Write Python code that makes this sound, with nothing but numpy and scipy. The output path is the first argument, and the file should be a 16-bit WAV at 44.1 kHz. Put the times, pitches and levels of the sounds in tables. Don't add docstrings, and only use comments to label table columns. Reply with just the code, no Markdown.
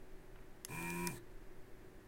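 import sys
import numpy as np
from scipy import signal
from scipy.fft import rfft, irfft, next_fast_len
from scipy.io import wavfile
from scipy.ndimage import map_coordinates

SR = 44100
rng = np.random.default_rng(int(sys.argv[2]) if len(sys.argv) > 2 else 0)


def master_out(mix):
    frames = np.transpose(np.atleast_2d(mix))
    ceiling = np.clip(frames, -1, 1)
    pcm = np.round(ceiling * 32767).astype(np.int16)
    wavfile.write(sys.argv[1], SR, pcm)


N = 91507

POWER_ON_S, POWER_OFF_S = .649, 1.078


def amp(db):
    return 10 ** (np.asarray(db) / 20)


def unit(x):
    return x / np.sqrt(np.mean(x ** 2) + 1e-20)


def wobble(rate):
    return map_coordinates(rng.standard_normal(int(N * rate / SR) + 4), [np.arange(N) * rate / SR])


def filtered(x, response):
    size = next_fast_len(N + SR // 2)
    return irfft(rfft(x, size) * response(np.fft.rfftfreq(size, 1 / SR)), size)[:N]


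def noise(spectrum):
    f, db = np.transpose(spectrum)
    white = rng.standard_normal(N)
    return unit(filtered(white, lambda hz: amp(np.interp(np.log(hz + 1), np.log(f), db))))


def ring(x, modes):
    return filtered(x, lambda f: sum(amp(db) * 1j * f * width / (hz * hz - f * f + 1j * f * width)
                                     for hz, width, db in modes))


def burst(s, t60, attack):
    age = np.maximum(np.arange(N) / SR - s, 0)
    return (1 - np.exp(-age / attack)) * np.exp(-np.log(1000) * age / t60)


def workshop():
    # f/Hz, relative level/dB
    room_spectrum = [(10, -1), (25, 1), (45, -15.5), (75, -22), (130, -21), (270, -23.5), (345, -17),
                     (430, -25.5), (800, -31.5), (1300, -35.5), (1750, -32.5), (3000, -44.5), (5500, -49),
                     (16000, -51)]
    # f/Hz, rms level/dB
    room_tones = [(119.5, -71), (376.8, -67.5), (597.5, -79.5)]
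    t = np.arange(N) / SR
    tones = sum(amp(db + wobble(16)) * unit(np.sin(2 * np.pi * hz * t + 0.41 * wobble(12)))
                for hz, db in room_tones)
    whine = amp(-90) * np.clip((t - 1.3) / .05, 0, 1) * np.sin(2 * np.pi * 12801 * t)
    return amp(-52.5) * noise(room_spectrum) + tones + whine


def handling():
    # t/s, level/dB
    ticks = [(0.356, -56.5), (0.386, -62), (0.423, -62.5)]
    envelope = sum(amp(db) * burst(s, t60=0.05, attack=0.001) for s, db in ticks)
    return envelope * noise([(400, -24), (900, 10.5), (2600, 3.5), (4000, -10), (9000, -33)])


def trigger():
    # t/s, overall gain/dB, handle knock/dB, lever clack/dB, second contact/share
    snaps = [(0.6487, -37.5, -11.5, 2, 0.66), (1.0718, -32, -1.5, -10, 0.23)]
    # f/Hz, relative level/dB, t60/s
    switch_modes = [(5200, -4, .014), (5500, -9, .012), (6350, -7, .018), (7620, -6, .011), (9080, -6, .01),
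                    (10950, -5, .01), (11000, -28, .12), (14500, -9, .006), (15550, -11, .012)]
    t = np.arange(N) / SR
    out = np.zeros(N)
    for s, db, knock_db, lever_db, rebound in snaps:
        spring = sum(amp(level) * burst(s, t60, attack=.00036)
                     * np.sin(2 * np.pi * (hz * t + rng.random())) for hz, level, t60 in switch_modes)
        contacts = burst(s, t60=.0065, attack=.0003) + rebound * burst(s + .0007, t60=.0065, attack=.0003)
        crack = noise([(700, -33), (1800, -14), (3200, -10), (4100, -3), (5200, 2), (11000, 7),
                       (16000, -3.5)])
        lever = noise([(1200, -30), (1900, 4), (2350, -4), (2800, -2), (3600, -10), (4300, -30)])
        handle = noise([(500, -18), (1250, -1), (1750, 0), (2100, -2), (3000, -17), (4700, -9),
                        (6500, -25)])
        click = contacts * (amp(4.5) * crack + amp(lever_db) * lever)
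        knock = burst(s + .0005, t60=.02, attack=.0003) * handle
        out += amp(db) * (amp(3.5) * spring + click + amp(knock_db) * knock)
    return out


def bench(x):
    tail = burst(0.0008, t60=0.12, attack=0.0012) * rng.standard_normal(N)
    return signal.fftconvolve(x, tail / np.linalg.norm(tail))[:N]


def coasting():
    return np.maximum(np.arange(N) / SR - POWER_OFF_S, 0)


def shaft_speed():
    run_hz, creep_hz_per_s = 82.15, 15.1
    spin_up_s, coast_s = .059, .143
    powered_s = np.clip(np.arange(N) / SR, POWER_ON_S, POWER_OFF_S) - POWER_ON_S
    driven = (run_hz + creep_hz_per_s * powered_s) * np.tanh(powered_s / spin_up_s)
    return driven * np.exp(-coasting() / coast_s)


def pump():
    idle_hz = 41.3
    speed = shaft_speed()
    turns = np.cumsum(speed) / SR
    effort = np.maximum(speed - idle_hz, 0) / (speed.max() - idle_hz)
    return hum(speed, effort, turns) + buzz(effort, turns) + rasp(speed) + suction(effort)


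def rasp(speed):
    rasp_hz, spread_hz = 47, 6
    slow = np.exp(-.5 * ((speed - rasp_hz) / spread_hz) ** 2)
    scrape = noise([(900, -10.5), (1400, -6.5), (1800, 3.5), (2400, -24), (3200, -18), (3900, -5.5),
                    (5000, -20)])
    return amp(-60) * slow * scrape


def hum(speed, effort, turns):
    # multiple of the shaft speed, relative level/dB
    harmonics = [(1, -19.5), (2, -4), (3, -11), (4, -4), (6, -20.5), (7, -22.5)]
    # f/Hz, width/Hz, gain/dB
    room_modes = [(118.8, 3.7, 11), (135.8, 7.9, 4.5), (174.6, 7.4, 2), (348.5, 2.9, 2.5)]
    force = (speed / speed.max()) ** 5
    shake = effort ** 0.88 * sum(amp(db) * (force if k > 2 else 1) * np.cos(2 * np.pi * k * turns)
                                 for k, db in harmonics)
    loose = noise([(60, -51), (110, -7.5), (220, -8), (380, -6), (550, -22.5), (750, -15), (1500, -41)])
    shudder = effort * (1 - force) * loose
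    return amp(-44.5) * (shake + ring(shake, room_modes) + shudder)


def strokes(turns, scatter_db, jitter_s=8e-6):
    whole = np.arange(np.ceil(turns[0]), turns[-1])
    chance = rng.standard_normal((len(whole), 2))
    at = np.interp(whole, turns, np.arange(N)) + jitter_s * SR * chance[:, 0]
    taps = at.astype(int)[:, None] + np.arange(-7, 9)
    pulses = np.sinc(taps - at[:, None]) * np.hanning(taps.shape[1]) * amp(scatter_db * chance[:, 1:])
    return np.bincount(np.clip(taps, 0, N - 1).ravel(), pulses.ravel(), N)


def vacuum(db_per_s):
    t = np.clip(np.arange(N) / SR, POWER_ON_S, POWER_OFF_S)
    return amp(db_per_s * (t - (POWER_ON_S + POWER_OFF_S) / 2))


def running(x):
    return x / np.std(x[round(POWER_ON_S * SR):round(POWER_OFF_S * SR)])


def buzz(effort, turns):
    knocks = strokes(turns, scatter_db=-0.5)
    parts = (amp(-50.5) * valves(effort, turns) + amp(-57) * linkage(effort, knocks)
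             + amp(-52) * case(effort, turns, knocks))
    slack_db_per_s = -110
    return amp(slack_db_per_s * coasting()) * parts


def valves(effort, turns):
    # f/Hz, width/Hz, relative gain/dB
    chamber_modes = [(2397, 38, 7.5), (2548, 64, -0.5)]
    intake = strokes(turns, scatter_db=0)
    exhaust = strokes(turns - .447, scatter_db=1)
    slaps = (intake + 0.027 * exhaust + 0.012 * rng.standard_normal(N)) * effort * vacuum(db_per_s=-4.5)
    chamber = ring(slaps, chamber_modes)
    return running(ring(chamber, [(2434, 170, 0)]))


def linkage(effort, knocks):
    # f/Hz, width/Hz, relative gain/dB
    linkage_modes = [(1352, 26, 3.5), (1477, 24, 3), (1609, 100, -4), (1716, 20, 6), (1877, 32, 2),
                     (1870, 26, -0.5), (2290, 160, 9.5)]
    play = 0.026 * rng.standard_normal(N)
    rattle = (knocks + play) * effort * vacuum(db_per_s=-1)
    ringing = ring(ring(rattle, linkage_modes), [(1840, 550, 0)])
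    lowpass = signal.butter(6, 1820, fs=SR, output="sos")
    return running(signal.sosfilt(lowpass, ringing))


def case(effort, turns, knocks):
    # f/Hz, width/Hz, relative gain/dB
    case_modes = [(747, 20.3, 7.5), (937, 7.2, -0.5), (984.8, 41.5, 3.5), (1043, 19, 1.5)]
    whine = amp(-50) * effort * np.cos(2 * np.pi * 11 * turns)
    ringing = ring((knocks + whine) * effort ** 0.4, case_modes)
    return running(ring(ringing, [(962, 107, 0)]))


def suction(effort):
    # f/Hz, relative level/dB
    hiss_spectrum = [(250, -5), (1200, -6), (2000, -4), (3200, -3), (4800, -6), (6000, -2), (7600, -1),
                     (8300, 6), (8900, 6), (9400, -1), (10100, -5), (11200, 3.5), (11800, -3),
                     (12400, -1.5), (12900, -10), (13500, -1), (15700, -2)]
    draw_s = 0.038
    drawn = 1 - np.exp(-np.maximum(np.arange(N) / SR - POWER_ON_S, 0) / draw_s)
    return amp(-53.5) * drawn * effort ** 0.28 * noise(hiss_spectrum)


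def solder():
    # t/s, relative level/dB
    spits = [(0.8265, -37), (0.9035, -35.5)]
    envelope = sum(amp(db) * burst(s, t60=0.0055, attack=0.00022) for s, db in spits)
    crackle = noise([(1200, -20), (2900, 2), (4300, -1), (6300, 1), (10000, -1), (16000, -4)])
    return amp(2) * envelope * crackle


def scene():
    clicks = trigger()
    gun = pump() + solder() + handling() + clicks
    return (gun + amp(-17.5) * bench(clicks) + workshop())[None]


def record(dry):
    top_hz = 15900
    return filtered(dry[0], lambda hz: 1 / np.sqrt(1 + (hz / top_hz) ** 200))[None]


dry = scene()
out = record(dry)
master_out(out)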